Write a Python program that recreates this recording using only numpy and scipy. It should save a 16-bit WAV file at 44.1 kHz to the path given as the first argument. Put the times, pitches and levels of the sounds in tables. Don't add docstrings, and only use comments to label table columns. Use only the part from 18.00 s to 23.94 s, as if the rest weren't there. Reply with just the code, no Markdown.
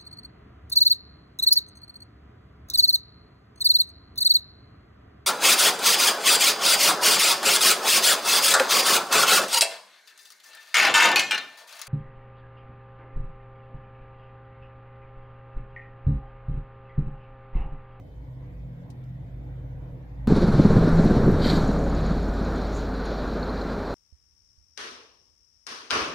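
import sys
import numpy as np
from scipy import signal
from scipy.io import wavfile
from scipy.ndimage import uniform_filter1d

SR = 44100
rng = np.random.default_rng(int(sys.argv[2]) if len(sys.argv) > 2 else 0)


def generate_wav(sig):
    pcm = np.round(np.clip(np.atleast_2d(sig).T, -1, 1) * 32767).astype(np.int16)
    wavfile.write(sys.argv[1], SR, pcm)


N = 262042
CUT_S = 2.2735


def gain_of(db):
    return 10 ** (np.asarray(db) / 20)


def evened(x):
    return x / np.sqrt(np.mean(x ** 2) + 1e-20)


def peaked(x):
    return x / np.max(abs(x))


def read(points, hz):
    f, value = np.transpose(points)
    return np.interp(np.log(hz + 1), np.log(f + 1), value)


def columns(rows):
    s, *cols = np.transpose(rows)
    return [np.interp(np.arange(N) / SR, s, c) for c in cols]


def add(mix, s, sound):
    part = mix[round(s * SR):][:len(sound)]
    part += sound[:len(part)]


def drift(hz):
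    t = np.arange(N) / SR
    rates = hz * np.geomspace(.05, 1, num=16)
    return evened(sum(np.sin(2 * np.pi * (f * t + rng.random())) / np.sqrt(f) for f in rates))


def noise(spectrum, patchy_db, size, same=((1, 1), (20000, 1)), lead=((1, 0), (20000, 0))):
    hop = size // 4
    hz = np.fft.rfftfreq(size, 1 / SR)
    a, b, c, d, patches = rng.standard_normal((N // hop + 5, len(hz), 5)).T
    patches = uniform_filter1d(patches, size=10, axis=0)
    patches = evened(uniform_filter1d(patches, size=10, axis=1))
    left, other = a + 1j * b, c + 1j * d
    alike = np.clip(read(same, hz), -1, 1)[:, None]
    late = np.exp(-1j * read(lead, hz))[:, None]
    right = alike * late * left + np.sqrt(1 - alike ** 2) * other
    inside = (hz >= spectrum[0][0]) & (hz <= spectrum[-1][0])
    shape = gain_of(read(spectrum, hz)[:, None] + patchy_db * patches) * inside[:, None]
    z = np.array([left, right]) * shape
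    return evened(signal.istft(z, nperseg=size, noverlap=size - hop)[1][:, :N])


def tone(turns, db, waver=0.):
    return np.sqrt(2) * gain_of(db) * np.cos(2 * np.pi * turns + waver * drift(12.))


def passing(near, gone, half_s):
    slide_s = 0.26
    return gone + (near - gone) / (1 + np.exp((np.arange(N) / SR - half_s) / slide_s))


def blade_turns():
    # (time [s], blade passes [1/s])
    blade_rate = [(2.27, 17.75), (2.9, 17.6), (3.5, 16.93), (3.8, 16.87), (4.3, 16.84), (5.2, 16.66),
                  (5.94, 16.5)]
    in_car = np.arange(N) >= CUT_S * SR
    return np.cumsum(columns(blade_rate)[0] * in_car) / SR


def blade_thump():
    # (time [s], level [dB])
    boom = [(2.27, -31), (2.575, -36), (2.775, -54), (2.975, -40), (3.2, -32), (3.95, -26), (4.6, -29.5),
            (5.6, -34), (5.94, -39)]
    boom_db = columns(boom)[0]
    fourth_db = -27.5 + 0.73 * boom_db
    # level overhead [dB], gone [dB], half way [s]
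    orders_db = (passing(-27, -52, 4), passing(-37.5, -50, 4.8), boom_db, fourth_db,
                 passing(-35.5, -50, 4.6), passing(-34, -59, 3.24))
    lags = (.1, -.2, -.1, .35, -.4, .1)
    turns = blade_turns()
    return sum(tone(k * turns - lag, db) for k, db, lag in zip(range(1, 7), orders_db, lags))


def blade_slaps():
    # (centre time [s], peak level before rounding off [dB], swing frequency [Hz])
    slap_rows = [(2.279, -9.5, 232), (2.324, -3.5, 206), (2.373, -9.5, 240), (2.4423, -7.5, 169),
                 (2.487, -7.5, 205), (2.5451, -8, 178), (2.5996, -3, 264), (2.6551, -2, 200),
                 (2.714, -10.5, 190), (2.7874, -9.5, 238), (2.847, -17, 198), (3, -9, 212),
                 (3.06, -9.5, 237), (3.1122, -9.5, 210), (3.184, -18, 223), (3.2232, -13.5, 200),
                 (3.2812, -7.5, 268), (3.461, -14.5, 270), (3.536, -16.5, 244), (3.5788, -16.5, 258),
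                 (3.6942, -16, 241), (3.987, -23, 272), (4.1118, -16, 190)]
    slap_s = 0.0097
    out = np.zeros(N)
    t = np.arange(-600, 1800) / SR
    for (s, db, hz), turn in zip(slap_rows, rng.uniform(-0.14, 0.32, len(slap_rows))):
        swing = np.exp(-.5 * (t / (0.25 * slap_s)) ** 2) * np.cos(2 * np.pi * (hz * t + turn))
        edge = 0.26 * np.exp(-.5 * (t / (0.2 * slap_s)) ** 2) * np.cos(2 * np.pi * (2 * hz * t + turn))
        ring = 0.61 * np.clip(t / 0.0058, 0, 1) * np.exp(-t / 0.014) * np.cos(2 * np.pi * 214.0 * t)
        add(out, s - 600 / SR, gain_of(db) * peaked(swing + edge + ring))
    return out


def rotor_wash():
    # (time [s], rumble level [dB], roar level [dB], whine level [dB])
    wash_levels = [(2.27, -18.5, -32.5, -46), (2.45, -21, -31, -44), (2.62, -20, -31.5, -44),
                   (2.76, -18.5, -30, -47), (2.9, -21.5, -29, -45.5), (3.2, -19.5, -31, -46.5),
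                   (3.3, -17, -30.5, -50), (3.4, -25, -31, -49), (3.55, -21.5, -29, -45),
                   (3.7, -25, -32.5, -48.5), (3.95, -28, -34, -49.5), (4.3, -30.5, -36, -50.5),
                   (4.52, -30, -34, -50), (4.85, -31, -36.5, -50), (5.05, -34, -34, -48.5),
                   (5.4, -31.5, -34, -49.5), (5.94, -32, -34, -51)]
    # (frequency [Hz], relative level [dB])
    rumble_spectra = ([(12, -36), (20, 0), (59, -14.5), (97, -5), (128, -1.5), (168, -3), (309, -9),
                       (422, -12), (483, -17.5), (612, -31), (700, -32.5), (910, -31), (1540, -120)],
                       [(41, -26), (70, 0), (76, 0.5), (124, -16.5), (171, 0), (270, -0.5), (321, -13),
                       (428, -4), (476, -7.5), (583, -9), (700, -12), (910, -25), (1540, -120)])
    # (time [s], share of the rumble heard from behind [0-1])
    behind_curve = [(2.27, 0), (3.3, 0.26), (3.9, 0.71), (4.6, 0.68), (5.94, 0.94)]
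    # (frequency [Hz], relative level [dB])
    roar_spectrum = [(180, -15), (300, 0), (437, -3.5), (588, -4.5), (857, -8.5), (1510, -10), (2200, -28),
                     (2350, -26.5), (2700, -36), (3200, -38.5), (4160, -60), (7040, -120)]
    # (frequency [Hz], relative level [dB])
    whine_spectrum = [(1290, -7), (2200, -4.5), (2370, -4.5), (2620, -10), (3140, -9), (4160, 1.5),
                      (5220, -11), (5660, -11), (6270, -19.5), (6880, -17), (8000, -34), (10400, -53.5),
                      (17600, -120)]
    # (frequency [Hz], relative level [dB])
    air_spectrum = [(2940, -47), (5000, -11.5), (5650, 0), (6220, -6), (7530, -5.5), (8420, -12.5),
                    (11300, -18), (12900, -24), (14100, -28), (16000, -47)]

    rumble_db, roar_db, whine_db = columns(wash_levels)
    throb = np.clip(passing(1., .2, 2.8), 0, 1)
    beat = throb * np.cos(2 * np.pi * (blade_turns() - .78))

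    behind = np.clip(columns(behind_curve)[0], 0, 1)
    above, after = (noise(spectrum, patchy_db=1.0, size=4096)[0] for spectrum in rumble_spectra)
    rumble = np.sqrt(1 - behind) * above + np.sqrt(behind) * after
    rumble *= gain_of(rumble_db + 6.8 * beat)

    roar = gain_of(roar_db + 1.2 * beat) * noise(roar_spectrum, patchy_db=1.0, size=1024)[0]
    whine_db = whine_db + 1.5 * beat + 1.4 * drift(33.0) + 0.16 * drift(180.0)
    whine = gain_of(whine_db) * noise(whine_spectrum, patchy_db=1.0, size=512)[0]
    air_db = passing(-56, -67, 4) + 1.5 * beat + 1.4 * drift(11.0)
    air = gain_of(air_db) * noise(air_spectrum, patchy_db=2.0, size=512)[0]
    return rumble + roar + whine + air


def tail_rotor():
    # (time [s], frequency [Hz], level [dB])
    tail_curve = [(2.27, 165.5, -35), (2.5, 165, -26), (3, 164.8, -19), (3.25, 162, -43.5),
                  (3.55, 160.5, -27), (3.9, 159, -37.5), (4.4, 158.5, -40.5), (5.94, 158, -52)]
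    hz, db = columns(tail_curve)
    return tone(np.cumsum(hz) / SR, db + 2.5 * drift(10.), waver=.3)


def gusts():
    # (top reached at [s], hold [s], top level before the reflection [dB], fall [dB/s])
    gust_rows = [(3.45, .04, -31, 120), (4.75, .015, -53, 220)]
    # (frequency [Hz], relative level [dB])
    gust_spectra = [
        [(590, -24), (1000, -12), (1120, -16), (1370, -6.5), (1650, 0), (1960, -5.5), (2780, -21), (3190, -4),
         (3460, -16), (4020, 4), (4700, -8), (5970, -22.5), (7440, -20.5), (10300, -34), (12800, -27),
         (16000, -48)],
        [(2940, -32), (5000, -6), (6300, 2), (7200, 0), (8170, -17), (9100, -20), (9830, -12), (11000, -24),
         (14000, -23)],
    ]
    rise_db_per_s, treble_hz, treble_lag_s = 270, 5630, 0.013
    out, t = np.zeros(N), np.arange(N) / SR
    for (s, hold, db, fall_db), spectrum in zip(gust_rows, gust_spectra):
        below_db = rise_db_per_s * np.maximum(s - t, 0) + fall_db * np.maximum(t - s - hold, 0)
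        level = gain_of(db - below_db + 0.79 * drift(80.))
        hiss = noise(spectrum, patchy_db=1.5, size=256)[0]
        body = signal.filtfilt(*signal.butter(2, treble_hz, fs=SR), hiss)
        treble = hiss - body
        out += level * body + np.interp(t - treble_lag_s, t, level) * treble
    return out + .3 * np.roll(out, shift=38)


def squeak_rows():
    # (first time [s], last time [s],
    # first gap [s], last gap [s], first and last frequency [Hz], first and last level [dB])
    trains = [(2.367, 3.33, .0528, .0528, 10950, 11500, -66, -63.5),
              (2.366, 3.13, .0526, .0526, 9550, 9570, -64.5, -63.5),
              (3.571, 5.91, .0548, .0559, 6770, 6810, -49.5, -66)]
    # (centre time [s], level before roughening [dB], frequency [Hz])
    lone = [(4.7792, -69, 9763), (5.0548, -61, 9723), (5.5045, -66, 9842)]
    jitter_s, spread_db, spread_hz = .002, 3, 60
    rows = list(lone)
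    for first, last, gap0, gap1, hz0, hz1, db0, db1 in trains:
        u = np.linspace(0, 1, num=int(2 * (last - first) / (gap0 + gap1)) + 1)
        s = first + np.arange(len(u)) * (gap0 + .5 * (gap1 - gap0) * u)
        late, loud, high = rng.standard_normal((len(u), 3)).T
        db = db0 + (db1 - db0) * u + spread_db * loud
        hz = hz0 + (hz1 - hz0) * u + spread_hz * high
        rows += zip(s + jitter_s * late, db, hz)
    return rows


def squeaks():
    out = np.zeros(N)
    u = np.linspace(0, 1, num=800)
    rows = squeak_rows()
    for (s, db, hz), rough in zip(rows, rng.standard_normal((len(rows), 2, 800))):
        high = np.clip((hz - 7500) / 3000, 0, 1)
        wobble = evened(uniform_filter1d(rough, size=40))
        glide = (.08 - .08 * high) * (.5 - u)
        flutter = (.01 + .012 * high) * wobble[0]
        turns = np.cumsum(hz * (1 + glide + flutter)) / SR
        shape = np.sin(np.pi * u) ** (2.5 - 1.1 * high) * (1 + (.25 + 0.55 * high) * wobble[1])
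        add(out, s - 400 / SR, gain_of(db) * shape * np.sin(2 * np.pi * turns))
    return out


def crackles():
    # (time [s], peak level [dB])
    spits = [(5.0589, -39), (5.4276, -34), (5.4929, -38), (5.5724, -40), (5.613, -38)]
    out = np.zeros(N)
    t = np.arange(700) / SR
    grain = np.hanning(160) * np.sin(2 * np.pi * 4250. * t[:160])
    for s, db in spits:
        ringing = evened(np.convolve(rng.standard_normal(800), grain, "same")[50:750])
        spit = (1 - np.exp(-t / 0.00082)) * np.exp(-t / 0.0061) * ringing
        add(out, s, gain_of(db) * peaked(spit))
    return out


def car_background():
    # (frequency [Hz], relative level [dB])
    car_hiss = [(5000, -28), (7500, -8), (10000, -5), (13000, -5), (15000, -9), (16000, -8)]
    hiss = gain_of(-72.5) * noise(car_hiss, patchy_db=1.2, size=512)[0]
    return hiss + tone(13599 * np.arange(N) / SR, -78)


def far_drone():
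    # (time [s], lower tone level [dB], upper tone level [dB])
    main_levels = [(0.0, -59, -68), (0.19, -40, -48), (0.34, -52, -40), (0.57, -42, -45),
                   (0.64, -41, -38.5), (0.86, -60, -45), (1.1, -48, -40.5), (1.38, -40, -43),
                   (1.52, -40.5, -37), (2.04, -44, -42), (2.13, -42.5, -59), (2.2, -37, -35),
                   (2.27, -35, -42)]
    # (frequency [Hz], level relative to it [dB])
    side_tones = [(88., -14), (110.4, -12.5), (144.9, -21)]
    # (frequency [Hz], level [dB])
    faint_tones = [(36.5, -64), (73.2, -70), (167, -53.5), (221, -65.5), (269, -59.5), (495, -66),
                   (1642, -84), (2078, -92), (2223, -82), (3607, -91)]
    t = np.arange(N) / SR
    tones_db = columns(main_levels)
    drone = sum(tone(hz * t, db + 1.4 * drift(13.4), waver=0.5) for hz, db in zip((54.6, 126.8), tones_db))
    drone += sum(tone(hz * t, tones_db[1] + db + 5.4 * drift(4.24), waver=0.66) for hz, db in side_tones)
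    drone += sum(tone(hz * t, db + 3.4 * drift(4.4), waver=1.75 + hz / 900) for hz, db in faint_tones)
    return np.array([drone * gain_of(-0.6), np.interp(t - .0003, t, drone)])


def far_whistle():
    # (time [s], level before panning [dB])
    whistle_curve = [(0, -84), (.4, -83), (.6, -94), (1., -86), (1.4, -94), (1.6, -82), (1.85, -87),
                     (1.95, -94), (2.27, -94)]
    db = columns(whistle_curve)[0] + 2.5 * drift(30.)
    return tone(3080 * np.arange(N) / SR, db, waver=1.8) * gain_of([[1.5], [-1.5]])


def hand_clicks():
    # (time [s], peak level before panning [dB], decay by 60 dB [s],
    # left over right [dB], centre frequency [Hz])
    click_rows = [(0.9018, -47.5, 0.067, 2.5, 5000), (1.039, -59, 0.04, -2, 5000)]
    out = np.zeros((2, N))
    t = np.arange(2500) / SR
    for s, db, t60, pan_db, hz in click_rows:
        band = signal.butter(1, [0.65 * hz, 1.35 * hz], "band", fs=SR)
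        for side, sign in zip(out, (.5, -.5)):
            burst = evened(signal.lfilter(*band, rng.standard_normal(2500)))
            add(side, s, gain_of(db + sign * pan_db) * peaked(gain_of(-60 * t / t60) * burst))
    return out


def city_hush():
    # (frequency [Hz], relative level [dB])
    hush_spectrum = [(12, -37), (20, -21), (54, -8.5), (136, -5), (216, -23.5), (278, -15.5), (394, -27),
                     (485, -22.5), (702, -27.5), (788, -30.5), (947, -31.5), (1310, -40), (1980, -37.5),
                     (2620, -46.5), (5000, -64.5), (6500, -81), (11000, -120)]
    # (frequency [Hz], left-right likeness [-1 to 1])
    hush_same = [(20, 1), (100, .995), (180, 0.95), (550, 0.45), (1650, -0.2), (4970, -0.083), (15000, 0)]
    # (frequency [Hz], lead of the left, negative where the right leads [rad])
    hush_lead = [(20, -0.13), (700, -0.28), (2000, -.5), (15000, 0)]
    start_db, rise_db_per_s = -46, 1.76
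    level = gain_of(start_db + rise_db_per_s * np.arange(N) / SR)
    return level * noise(hush_spectrum, patchy_db=2.5, size=2048, same=hush_same, lead=hush_lead)


def far_mic_hiss():
    # (frequency [Hz], relative level [dB])
    far_hiss = [(2060, -26), (3500, 0), (3660, -2.5), (3960, -5.5), (7790, -13), (8360, -18),
                (15100, -10.5), (15900, -17.5), (16400, -28)]
    return gain_of(-76) * noise(far_hiss, patchy_db=2.5, size=512, same=((1, 0), (20000, 0)))


def scene():
    car = blade_thump() + blade_slaps() + rotor_wash() + tail_rotor()
    car += gusts() + squeaks() + crackles() + car_background()
    far = far_drone() + far_whistle() + hand_clicks() + city_hush() + far_mic_hiss()
    limit = signal.firwin(511, 15750, window=("kaiser", 9), fs=SR)[None]  # low-pass, Hz
    far, car = (signal.oaconvolve(np.atleast_2d(view), limit, "same") for view in (far, car))
    return np.where(np.arange(N) < CUT_S * SR, far, car)


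def record(dry):
    ceiling = .72
    soft = dry / (1 + abs(dry / ceiling) ** 8) ** (1 / 8)
    limit = signal.firwin(511, 16450, window=("kaiser", 9), fs=SR)[None]
    return signal.oaconvolve(soft, limit, "same")


dry = scene()
out = record(dry)
generate_wav(out)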